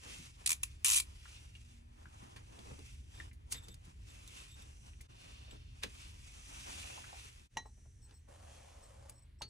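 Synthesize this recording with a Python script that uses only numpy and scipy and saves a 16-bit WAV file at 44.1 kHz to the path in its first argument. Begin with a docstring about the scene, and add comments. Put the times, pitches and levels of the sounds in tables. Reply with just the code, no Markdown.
"""In the cramped bay of a stopped engine, a hand holding a socket wrench works a rubber V-belt onto steel pulleys.
The taut belt creaks in its groove by stick-slip friction, slides in fits and slaps against the block.
Impacts excite the damped modes of the wrench, the pulleys, a thin flange and the floorboards.
The bay adds a short reverberation, over a low rumble, a distant machine's hum and a faint hiss.
Sources are computed as mid and side signals, then decoded to left and right."""
import sys
import numpy as np
from scipy import signal
from scipy.fft import rfft, irfft, next_fast_len
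from scipy.io import wavfile
from scipy.ndimage import uniform_filter1d, map_coordinates

SR = 44100
rng = np.random.default_rng(int(sys.argv[2]) if len(sys.argv) > 2 else 0)


def wrap_up_sound(samples):
    """Save the sound to the file named by the first command line argument, as 16-bit audio."""
    columns = np.atleast_2d(samples).T
    # keep every value between -1 and 1, then stretch to whole-number steps
    tamed = np.clip(columns, -1, 1)
    steps = np.round(tamed * 32767).astype(np.int16)
    wavfile.write(sys.argv[1], SR, steps)


N = 418509
T = np.arange(N) / SR


def amp(db):
    """Decibels to amplitude ratio; table levels are relative, and gains in series add in dB."""
    return 10 ** (np.asarray(db) / 20)


def unit(x):
    """Normalisation to an rms of 1."""
    return x / np.sqrt(np.mean(x ** 2) + 1e-20)


def along(points, hz):
    """Interpolation of (frequency_hz, value) points on a logarithmic frequency axis."""
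    freqs, values = np.transpose(points)
    return np.interp(np.log(hz + 1), np.log(freqs + 1), values)


def noise(size=N):
    """Uncorrelated white noise for mid and side."""
    return rng.standard_normal((2, size))


def wobble(knots_per_s):
    """Slow random modulation: a spline through Gaussian knots."""
    return map_coordinates(rng.standard_normal(int(N * knots_per_s / SR) + 4), [T * knots_per_s])


def fade(t, t60):
    """Exponential decay, 60 dB in t60 seconds."""
    return np.exp(-np.log(1000) * t / t60)


def swell(peak_s, rise_s, fall_s, drop_db=15, roundness=1.58):
    """A rounded envelope, drop_db down at one rise time before its peak and one fall time after."""
    away = np.where(T < peak_s, (peak_s - T) / rise_s, (T - peak_s) / fall_s)
    return np.where(away < 5, amp(-drop_db * away ** roundness), 0)


def add(track, start_s, sound):
    """Superposition of a sound on the track."""
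    part = track[:, max(round(start_s * SR), 0):][:, :sound.shape[1]]
    part += sound[:, :part.shape[1]]


def filtered(x, gain):
    """Linear filtering: the spectrum of x times gain(hz)."""
    size = next_fast_len(N + SR // 2)
    return irfft(rfft(x, size) * gain(np.fft.rfftfreq(size, 1 / SR)), size)[..., :N]


def colour(x, gain_db):
    """Minimum-phase filtering by the shape gain_db(hz); white noise keeps its power."""
    n = x.shape[-1]
    size = 2 * next_fast_len(n // 2 + 4096)
    gain = unit(amp(gain_db(np.fft.rfftfreq(size, 1 / SR))))
    cepstrum = irfft(np.log(np.maximum(gain, 1e-6)))
    cepstrum[1:size // 2] *= 2  # folding the cepstrum makes the filter causal
    cepstrum[size // 2 + 1:] = 0
    return irfft(rfft(x, size) * np.exp(rfft(cepstrum)), size)[..., :n]


def shaped(x, spectrum):
    """Spectral shaping by (frequency_hz, level_db) points."""
    return colour(x, lambda hz: along(spectrum, hz))


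def resonant(x, modes):
    """Forced response of (centre_hz, width_hz, level_db) resonances, summed in power."""
    def response_db(hz):
        powers = (amp(db) ** 2 / (1 + ((hz - centre) / width) ** 2) ** 2 for centre, width, db in modes)
        return 10 * np.log10(sum(powers))
    return colour(x, response_db)


def spread(x, depth):
    """Diffuse incidence: sound from all round the bay differs more between left and right in the mids."""
    # extra side signal: frequency_hz, gain_db
    widening = [(280, 2.5), (650, 7.5), (1000, 6), (1600, 1)]
    return np.array([x[0], filtered(x[1], lambda hz: amp(depth * along(widening, hz)))])


def rumble(gain_db=-2.0, heave_db=1.9):
    """Low-frequency noise heaves under slow amplitude modulation."""
    # rumble spectrum: frequency_hz, density_db
    spectrum = [(12, -49.5), (20, -10.5), (38, 1), (65, 5.5), (125, -4.5), (155, -16.5), (252, -20.5),
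                (288, -23), (443, -31.5), (500, -54), (650, -62), (1100, -120)]
    # its slow contour: time_s, level_db
    contour = [(0.0, -61), (0.21, -55.5), (2.56, -52.5), (5.9, -54), (6.3, -55.5), (7.45, -57.5),
               (9.49, -59.5)]
    level_db = np.interp(T, *np.transpose(contour))
    return amp(level_db + gain_db + heave_db * wobble(7)) * shaped(noise(), spectrum)


def hiss(level_db=-75, waver_db=1.5):
    """Broadband noise wavers faintly while a thin, narrower band comes and goes."""
    # broad hiss: frequency_hz, density_db
    spectrum = [(200, 10), (450, -7), (800, -14), (1250, -12.5), (1900, -4.5), (4500, -13.5), (6000, -21),
                (9500, -19), (15000, -16.5)]
    # colour of the thin hiss: centre_hz, width_hz, level_db
    thin_bands = [(5950, 320, 0.5), (8000, 1900, -8)]
    # its swells: peak_s, level_db
    thin_swells = [(2.801, -73), (4.8, -72), (6.6, -63), (7.8, -75), (8.55, -78)]
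    broad = amp(level_db + waver_db * wobble(11)) * spread(shaped(noise(), spectrum), depth=1.9)
    envelope = sum(amp(db) * swell(s, rise_s=0.44, fall_s=0.44) for s, db in thin_swells)
    return broad + envelope * resonant(noise(), thin_bands)


def wavering_tone(pitch_hz, knots_per_s, waver_rad=0.58):
    """A sinusoid of rms 1 under random phase modulation, in the mid signal alone."""
    phase = 2 * np.pi * pitch_hz * T + waver_rad * wobble(knots_per_s)
    return np.array([np.sqrt(2) * np.sin(phase), np.zeros(N)])


def hum():
    """A distant machine radiates a line spectrum of low, wavering tones."""
    # hum partials: pitch_hz, level_db
    partials = [(49, -67.5), (76, -66.5), (120, -72)]
    return sum(amp(db) * wavering_tone(hz, knots_per_s=4.4) for hz, db in partials)


def drone(pitch_hz=235, level_db=-68.5):
    """A faint low tone swells and fades under a single envelope."""
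    envelope = swell(peak_s=1.78, rise_s=0.263, fall_s=0.263)
    return amp(level_db) * envelope * wavering_tone(pitch_hz, knots_per_s=1.94)


def bay(x):
    """Reverberation: convolution with a short noise tail whose treble decays soonest."""
    # reverberation time of the engine bay: frequency_hz, t60_s
    decay = [(200, 0.13), (2000, 0.15), (10000, 0.054)]
    hz, t, spectra = signal.stft(noise(SR // 3), SR, nperseg=256)
    tail = signal.istft(spectra * fade(t, along(decay, hz)[:, None]), SR, nperseg=256)[1]
    return signal.fftconvolve(x, tail / np.linalg.norm(tail[0]), axes=1)[:, :N]


def ringing(taps, modes, gain_db, attack_s, roughness, side_db):
    """Free vibration: each tap excites damped modes, and the rubbing contact makes their phases wander."""
    out, t = np.zeros((2, N)), np.arange(SR // 3) / SR
    hz, db, t60 = np.transpose(modes)[:, :, None]
    onset = 1 - np.exp(-t / attack_s)
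    for s, tap_db in taps:
        wander = np.cumsum(rng.standard_normal((len(hz), len(t))), axis=1) / np.sqrt(SR)
        phase = 2 * np.pi * hz * t + roughness * wander
        envelopes = amp(db + rng.standard_normal(hz.shape)) * fade(t, t60)
        mid = np.sum(envelopes * np.sin(phase), axis=0)
        side = -amp(side_db) * np.sum(envelopes * np.cos(phase), axis=0)  # the left channel lags
        add(out, s, amp(tap_db + gain_db) * onset * np.array([mid, side]))
    return out


def chatter(rattles, contacts=6):
    """Intermittent contact: each rattle shares its energy among uneven taps, (start_s, level_db)."""
    order = np.arange(contacts)
    for s, length, db in rattles:
        moments = (order + rng.random(contacts) * (order > 0)) / contacts
        levels_db = db - 10 * np.log10(contacts) + 2 * rng.standard_normal(contacts)
        yield from zip(s + length * moments, levels_db)


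def floorboards():
    """Soft bumps excite the low bending modes of the boards."""
    # bumps on the floor: start_s, level_db
    bumps = [(0.19, -52.5), (2.06, -61), (2.22, -56.5), (3.87, -55.5), (5.24, -66)]
    # board modes: pitch_hz, level_db, t60_s
    modes = [(161, 7.5, 0.114), (243.5, -3, 0.24), (332, -4, 0.13), (560, -29, 0.088)]
    return ringing(bumps, modes, gain_db=-1.0, attack_s=0.0034, roughness=4.2, side_db=-23)


def wrench():
    """The wrench chatters against the engine; repeated impacts excite its high modes."""
    # wrench rattles: start_s, length_s, level_db
    rattles = [(3.15, 0.063, -55), (3.5444, 0.046, -45), (3.628, 0.015, -55), (3.692, 0.037, -56.5),
               (4.08, .025, -58.5), (4.2767, 0.0028, -57), (4.32, 0.11, -53.5), (4.49, 0.061, -53),
               (4.619, 0.0042, -57.5), (5.5084, 0.0034, -55.5)]
    # wrench modes: pitch_hz, level_db, t60_s
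    modes = [(3624, 1.5, 0.095), (7720, 2, 0.073), (11400, -4.5, 0.044)]
    return ringing(chatter(rattles), modes, gain_db=-3.0, attack_s=0.00041, roughness=15, side_db=-10.5)


def flange():
    """The belt makes a thin steel flange chatter and sing in its plate modes."""
    # flange rattles: start_s, length_s, level_db
    rattles = [(7.657, 0.0033, -58), (8.018, .04, -53), (8.125, .055, -53.5), (8.825, 0.016, -50.5),
               (9.12, 0.083, -54.5), (9.221, 0.00187, -60), (9.388, .02, -59), (9.478, 0.0092, -57.5)]
    # flange modes: pitch_hz, level_db, t60_s
    modes = [(4270, -11.5, 0.22), (5460, 0, 0.096), (5500, -11, 0.074), (8050, 4, 0.14), (12200, -2, 0.14)]
    return ringing(chatter(rattles), modes, gain_db=-10.0, attack_s=0.0004, roughness=13, side_db=-7.0)


def upper_pulley():
    """The belt drops on the upper pulley, which rings in inharmonic modes."""
    # belt impacts: start_s, level_db
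    taps = [(7.570, -31), (7.658, -63)]
    # pulley modes: pitch_hz, level_db, t60_s
    modes = [(750, -20, 0.12), (890, 3.5, 0.072), (1908, 0.5, 0.13), (2840, 4, 0.015), (3850, -17, 0.07),
             (4000, -4.5, 0.16), (5670, -8, 0.11), (6000, -2, 0.068), (6300, -9.5, 0.12),
             (7160, -9.5, 0.075), (9000, -19, 0.077)]
    return ringing(taps, modes, gain_db=-7.5, attack_s=0.00053, roughness=3.3, side_db=-32)


def pulley_rim():
    """One blow sets a pulley rim in free vibration."""
    # the blow: start_s, level_db
    taps = [(9.421, -36.5)]
    # rim modes: pitch_hz, level_db, t60_s
    modes = [(590, -22, 0.087), (980, -9, 0.054), (1295, -9, 0.095), (4120, 3.5, 0.065), (4430, 1, 0.22),
             (6430, -9, 0.1)]
    return ringing(taps, modes, gain_db=-9.0, attack_s=0.00028, roughness=8.2, side_db=-5.0)


def friction(grains_per_s, grain_share, flutter_db):
    """Friction noise: tiny random catches over a smooth hiss, modulated by an uneven hand."""
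    catches = unit((rng.random(N) < grains_per_s / SR) * noise())
    texture = np.sqrt(grain_share) * catches + np.sqrt(1 - grain_share) * noise()
    return unit(texture * amp(flutter_db * wobble(70)))


def drifting(x, drift_db=2.0):
    """As the contact moves, its spectrum shifts in patches of time and frequency."""
    spectra = signal.stft(x, nperseg=1024)[2]
    patches = uniform_filter1d(rng.standard_normal(spectra.shape[1:]), size=3, axis=0)
    patches = uniform_filter1d(patches, size=14, axis=1)
    return unit(signal.istft(spectra * amp(drift_db * unit(patches)), nperseg=1024)[1][:, :N])


def grinding():
    """Forced vibration: rubber dragged round the small pulley drives the resonances of its groove."""
    # pulls on the belt: peak_s, level_db, rise_s, fall_s
    pulls = [(1.359, -65, 0.077, 0.055), (4.379, -69, 0.18, 0.1), (5.319, -65.5, 0.32, 0.54),
             (6.04, -65.5, 0.07, 0.13)]
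    # groove resonances: centre_hz, width_hz, level_db
    groove = [(2700, 420, -0.5), (3590, 190, -2), (4300, 240, -3), (4970, 350, -8), (5700, 320, -6)]
    pull = sum(amp(db) * swell(s, rise, fall) for s, db, rise, fall in pulls)
    return pull * resonant(friction(grains_per_s=560, grain_share=0.1, flutter_db=2.0), groove)


def riding_pull(start_s=8.29, end_s=9.1, attack_t60=0.044, release_t60=0.51, ease_db_per_s=2.5):
    """Envelope of the belt riding on the upper pulley: a steady pull that eases exponentially."""
    held = np.clip(T, start_s, end_s)
    edges = fade(np.abs(T - held), np.where(T < held, attack_t60, release_t60))
    return amp(-ease_db_per_s * (held - start_s)) * edges


def sliding(drag_db=-3, ride_db=-65.0, ring_db=-12, drag_catch_db=3.0, rub_catch_db=1.0):
    """Sliding friction: belt and hand rub the metal, pressure adds drag, the belt rides the upper pulley."""
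    # strokes along the metal: peak_s, rub_level_db, rise_s, fall_s, drag_level_db
    strokes = [(0.139, -53, 0.17, 0.2, -62.5), (0.45, -63, 0.11, 0.23, -63.5),
               (0.69, -66, 0.12, 0.089, -87), (0.98, -65.5, 0.29, 0.26, -68.5),
               (1.35, -62.5, 0.31, 0.11, -73.5), (1.702, -68.5, 0.84, 0.16, -80),
               (2.22, -66, 0.34, 0.39, -63.5), (2.69, -64, 0.33, 0.19, -63), (2.89, -62.5, 0.19, 0.14, -80),
               (3.19, -62, 0.14, 0.12, -65.5), (3.65, -68.5, 0.22, 0.18, -69.5),
               (3.87, -69, 0.074, 0.14, -73), (4.12, -64.5, 0.16, 0.33, -70),
               (4.36, -58.5, 0.16, 0.22, -68), (4.58, -64.5, 0.034, 0.24, -68.5),
               (4.88, -67.5, 0.15, 0.073, -73.5), (5.22, -63.5, 0.069, 0.24, -67.5),
               (5.5, -69.5, 0.77, 0.22, -68.5), (6.04, -59.5, 0.31, 0.14, -67),
               (6.27, -61.5, 0.13, 0.11, -83), (6.78, -52.5, 0.5, 0.56, -59),
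               (7.18, -58.5, 0.066, 0.26, -69.5), (8.1, -77, 0.12, 0.12, -69.5),
               (8.33, -92, 0.067, 0.39, -72), (8.55, -67, 0.19, 0.43, -68)]
    # light rubbing: frequency_hz, density_db
    rub_spectrum = [(600, -27.5), (1050, -9), (1400, -6), (1850, -2.5), (2250, 3), (2600, 2.5), (3400, 0.5),
                    (4400, -2), (6000, 1.5), (8000, -1.5), (11200, -7), (15000, -12)]
    # a resonance that the rubbing excites: centre_hz, width_hz, level_db
    rub_resonance = [(2574, 230, 0)]
    # heavy dragging: frequency_hz, density_db
    drag_spectrum = [(88, -27.5), (150, -2), (300, -1), (450, -6.5), (650, -10.5), (850, -8), (1300, -9),
                     (1900, -9), (3300, -58.5)]
    # the upper pulley under the sliding belt: centre_hz, width_hz, level_db
    pulley_body = [(547, 45, 4.5), (780, 430, 0.5), (2020, 1200, -9.5), (6840, 4500, -12)]
    power = np.zeros((2, N))
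    for s, light_db, rise, fall, heavy_db in strokes:
        power += (amp([[light_db], [heavy_db]]) * swell(s, rise, fall)) ** 2
    light, heavy = np.sqrt(power)
    rub = shaped(drifting(friction(grains_per_s=750, grain_share=0.16, flutter_db=1.05)), rub_spectrum)
    drag = shaped(drifting(friction(grains_per_s=470, grain_share=0.27, flutter_db=1.5)), drag_spectrum)
    ride = resonant(drifting(friction(grains_per_s=560, grain_share=0.26, flutter_db=0.5)), pulley_body)
    catch = wobble(22)  # the rubber grips and lets go, so the drag comes in fits
    drag = heavy * unit(drag * amp(drag_catch_db * catch))
    rub += amp(ring_db) * resonant(noise(), rub_resonance)
    rub = light * unit(rub * amp(rub_catch_db * catch))
    return spread(rub + amp(drag_db) * drag + amp(ride_db) * riding_pull() * ride, depth=1.05)


def contact_db(hz, centre_hz, octaves):
    """An impact's spectrum: a hump around its centre, falling away in the deep bass and far treble."""
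    away = np.log2((hz + 1) / centre_hz) / octaves
    hump = -14 * np.log10(1 + away ** 2 + 0.021 * away ** 4)
    return hump + along([(100, 5), (500, 3.5), (11000, -1.5), (15000, 3.5)], hz)


def blow(track, s, db, centre_hz, octaves, t60, scuff_s, thud_db, tone=0, crack=0):
    """A damped impact: a scuff rises into a blow, with optional crack or hollow tone; the block thuds."""
    # response of the engine block: frequency_hz, density_db
    block = [(60, 7), (150, 9.5), (420, 3), (700, -15.5), (1500, -51)]
    t = np.arange(-(SR // 20), SR // 4) / SR  # contact at t = 0
    envelope = fade(np.maximum(t, 0), t60) * fade(np.maximum(-t, 0), 2 * scuff_s)
    envelope *= 1 + crack * fade(np.abs(t), t60=0.015)
    contact = colour(envelope * noise(len(t)), lambda hz: contact_db(hz, centre_hz, octaves))
    contact[0] += tone * (t > 0) * fade(np.abs(t), t60) * np.sin(2 * np.pi * centre_hz * t)
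    thud = shaped((t > 0) * fade(np.abs(t), t60=0.16) * noise(len(t)), block)
    add(track, s + t[0], amp(db) * (contact + amp(thud_db) * thud))


def impacts(gain_db=-8):
    """Bandwidth and damping set the timbre: hollow knocks, heavy thumps, bright snaps, thin clicks."""
    # fingers and belt knock on the engine: time_s, level_db, centre_hz
    knocks = [(1.255, -48.5, 1380), (1.552, -48.5, 2810), (2.056, -48.5, 1500), (3.201, -40.5, 1840),
              (3.313, -55.5, 2110), (4.934, -56.5, 2440), (5.007, -56.5, 2090), (5.48, -61, 600),
              (5.51, -48.5, 3190), (6.976, -44, 885), (7.041, -44, 1500), (7.129, -44.5, 760),
              (7.570, -31, 828), (7.655, -48, 815), (9.411, -42.5, 860)]
    # the slack belt thumps on the block: time_s, level_db, centre_hz
    thumps = [(2.361, -56, 400), (2.588, -51, 540), (2.66, -51, 382), (2.714, -48.5, 470),
              (2.792, -48, 312), (3.546, -50.5, 220), (3.684, -51, 220), (5.531, -52.5, 300),
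              (5.841, -41.5, 400), (7.57, -48.5, 464), (7.656, -56.5, 496), (7.781, -63.5, 600),
              (7.86, -60, 650), (8.286, -58, 740), (9.42, -47.5, 600)]
    # the belt scuffs over a rim and snaps home: time_s, level_db, centre_hz, scuff_s
    snaps = [(3.5247, -29.5, 7100, 0.023), (5.836, -33, 2540, 0.018), (9.42, -39.5, 3820, 0.0053)]
    # small clicks of metal: time_s, level_db, centre_hz, t60_s
    clicks = [(2.362, -45.5, 2260, 0.11), (2.59, -47, 3500, 0.037), (2.791, -49, 5030, 0.037),
              (3.331, -57.5, 8900, 0.11), (3.544, -44, 2480, 0.18), (3.684, -43.5, 5030, 0.042),
              (3.743, -45.5, 7000, 0.033), (3.853, -53, 7500, 0.025), (4.277, -38, 7960, 0.009),
              (5.01, -44, 8300, 0.061), (7.572, -33, 2480, 0.028), (8.094, -62, 3020, 0.058),
              (8.109, -54.5, 3000, 0.048), (8.126, -63, 2600, 0.032), (9.096, -35, 10800, 0.03)]
    out = np.zeros((2, N))
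    for s, db, hz in knocks:
        t60 = 0.052 * (1000 / hz) ** 0.11  # higher knocks die sooner
        blow(out, s, db, hz, octaves=0.24, t60=t60, scuff_s=0.00068, thud_db=-22.0, tone=1.3)
    for s, db, hz in thumps:
        blow(out, s, db, hz, octaves=0.52, t60=0.032, scuff_s=0.02, thud_db=3.5)
    for s, db, hz, scuff_s in snaps:
        blow(out, s, db, hz, octaves=0.83, t60=0.08, scuff_s=scuff_s, thud_db=-24, crack=1.05)
    for s, db, hz, t60 in clicks:
        blow(out, s, db, hz, octaves=0.97, t60=t60, scuff_s=0.0016, thud_db=-19.5)
    return amp(gain_db) * out


def slips(start_s, length_s, slips_per_s, gap_ratio, jitter=0.03, scatter_db=1.35):
    """Relaxation oscillation: the belt sticks and lets go unevenly; (start_s, level_db) for each slip."""
    gaps = gap_ratio ** np.linspace(0, 1, round(length_s * slips_per_s))
    steps = np.cumsum(np.r_[0, gaps])
    times = start_s + length_s * steps / max(steps[-1], 1e-9)
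    timing, strength = rng.standard_normal((len(times), 2)).T
    times[1:-1] += jitter / slips_per_s * timing[1:-1]
    return zip(times, scatter_db * strength)


def creak(gain_db=-4.0, tear_s=0.002, echo_share=0.45, tint_db=2.5, ring_width_hz=170, scrape_db=-33.5):
    """Stick-slip friction: each slip tears loose, rings the taut belt and echoes between nearby walls."""
    # runs of slips in the groove:
    # start_s, length_s, slips_per_s, last_to_first_gap_ratio, level_db, tilt_db_per_octave, ring_hz
    runs = [(0.4609, 0.012, 85, 1, -24.5, 0.5, 2640), (0.492, 0.036, 80, 1, -24, -0.2, 2480),
            (0.632, 0.00046, 85, 1, -24.5, -1, 2750), (0.8455, 0.054, 127, 1.5, -23, 0.05, 3130),
            (0.91, 0.0075, 138, 1, -22, 1, 3230), (0.9333, 0.01, 87, 1, -24, 2.5, 3100),
            (0.955, 0.019, 166, 1, -23.5, 1.5, 3140), (0.982, 0.017, 60, 1, -24, 0, 3360)]
    # creak spectrum: frequency_hz, density_db
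    spectrum = [(240, -37.5), (630, -30), (850, -22), (1150, -12.5), (1630, -20.5), (2100, -12), (2520, -2),
                (2950, -11.5), (3500, -5), (4800, -7.5), (7320, -0.5), (9400, -2.5), (11100, -2.5),
                (12500, -6), (15600, -10)]
    tears, rings = np.zeros((2, N)), np.zeros((2, N))
    t = np.arange(SR // 6) / SR
    echoes = noise(len(t))  # the same walls answer every slip
    onset = 1 - np.exp(-t / 0.0006)
    direct = fade(np.maximum(t - tear_s, 0), t60=0.026)
    tail = amp(-14) * fade(t, t60=0.12)
    envelope = onset * np.hypot(direct, tail)
    bands_hz = np.geomspace(700, 14000, 16)
    for start_s, length_s, slips_per_s, gap_ratio, run_db, tilt, ring_hz in runs:
        slope_db = tilt * np.log2(bands_hz / 7000)
        for s, db in slips(start_s, length_s, slips_per_s, gap_ratio):
            rattle = np.sqrt(echo_share) * echoes + np.sqrt(1 - echo_share) * noise(len(t))
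            rattle = unit(rattle * np.sqrt(np.abs(rattle)))  # a few strong echoes stand out
            burst = amp(run_db + db + gain_db) * envelope * rattle
            # each patch of rubber has its own colour
            patch_db = slope_db + tint_db * rng.standard_normal(len(bands_hz))
            add(tears, s, shaped(burst, np.column_stack([bands_hz, patch_db])))
            add(rings, s, resonant(burst, [(ring_hz, ring_width_hz, 0)]))
    # from the start of the longest run the belt never quite sticks, and scrapes briefly
    longest_start_s = max(runs, key=lambda run: run[1])[0]
    pull = amp(scrape_db) * (T > longest_start_s) * swell(peak_s=0.96, rise_s=0.1, fall_s=0.05)
    scrape = pull * friction(grains_per_s=1400, grain_share=0.24, flutter_db=-4.0)
    ring_gains = amp([[-21], [-11]])  # mid, side
    return shaped(tears + scrape, spectrum) + ring_gains * rings


def stereo(mid, side, lag_share=0.41, facing_s=7.49):
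    """Mid-side decoding for two microphone ports; from facing_s the work is straight ahead."""
    # width for work off to one side: frequency_hz, side_gain_db
    width_aside = [(40, -35), (110, -13.5), (250, -2.5), (750, 4), (1200, 4.5), (1750, -2.5), (2500, 0.5),
                   (3200, 4), (4100, -3), (4800, 0), (6000, -8), (8000, -2), (9500, -4.5), (11300, 2)]
    # width for work ahead, on the upper pulley: frequency_hz, side_gain_db
    width_ahead = [(40, -44), (110, -11.5), (700, -2), (1200, -4.5), (1900, -12), (3200, -1), (6000, -7),
                   (11300, 0)]
    # above about 12 kHz the centre fades, leaving the highest treble wide: frequency_hz, mid_gain_db
    mid_top_rolloff = [(11300, 0), (11900, -9), (12600, -28.5), (14000, -23.5)]
    quadrature = filtered(mid, lambda hz: -1j)  # makes the left port lag in phase
    side = np.sqrt(1 - lag_share ** 2) * side + lag_share * quadrature
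    aside = filtered(side, lambda hz: amp(along(width_aside, hz)))
    ahead = filtered(side, lambda hz: amp(along(width_ahead, hz)))
    side = np.where(T < facing_s, aside, ahead)
    mid = filtered(mid, lambda hz: amp(along(mid_top_rolloff, hz)))
    return np.array([mid + side, mid - side])


def scene(creak_room_db=-19, impact_room_db=-10):
    """Superposition of all sources; the creaks and impacts also excite the bay's reverberation."""
    creaks, blows = creak(), impacts()
    room = bay(amp(creak_room_db) * creaks + amp(impact_room_db) * blows)
    struck = wrench() + upper_pulley() + pulley_rim() + flange() + floorboards()
    rubbed = sliding() + grinding()
    background = rumble() + hiss() + hum() + drone()
    mid, side = background + room + struck + rubbed + blows + creaks
    return stereo(mid, side)


def record(dry, top_hz=15900):
    """Gain modulation and band limiting: the level dips twice, briefly, and nothing passes above top_hz."""
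    # dips in level: time_s, gain_db, fall_s, return_s
    dips = [(5.078, -22, 0.013, 0.015), (7.487, -23, 0.021, 0.037)]
    gain = amp(sum(db * swell(s, fall, back) for s, db, fall, back in dips))
    return filtered(dry * gain, lambda hz: hz < top_hz)


dry = scene()
out = record(dry)
wrap_up_sound(out)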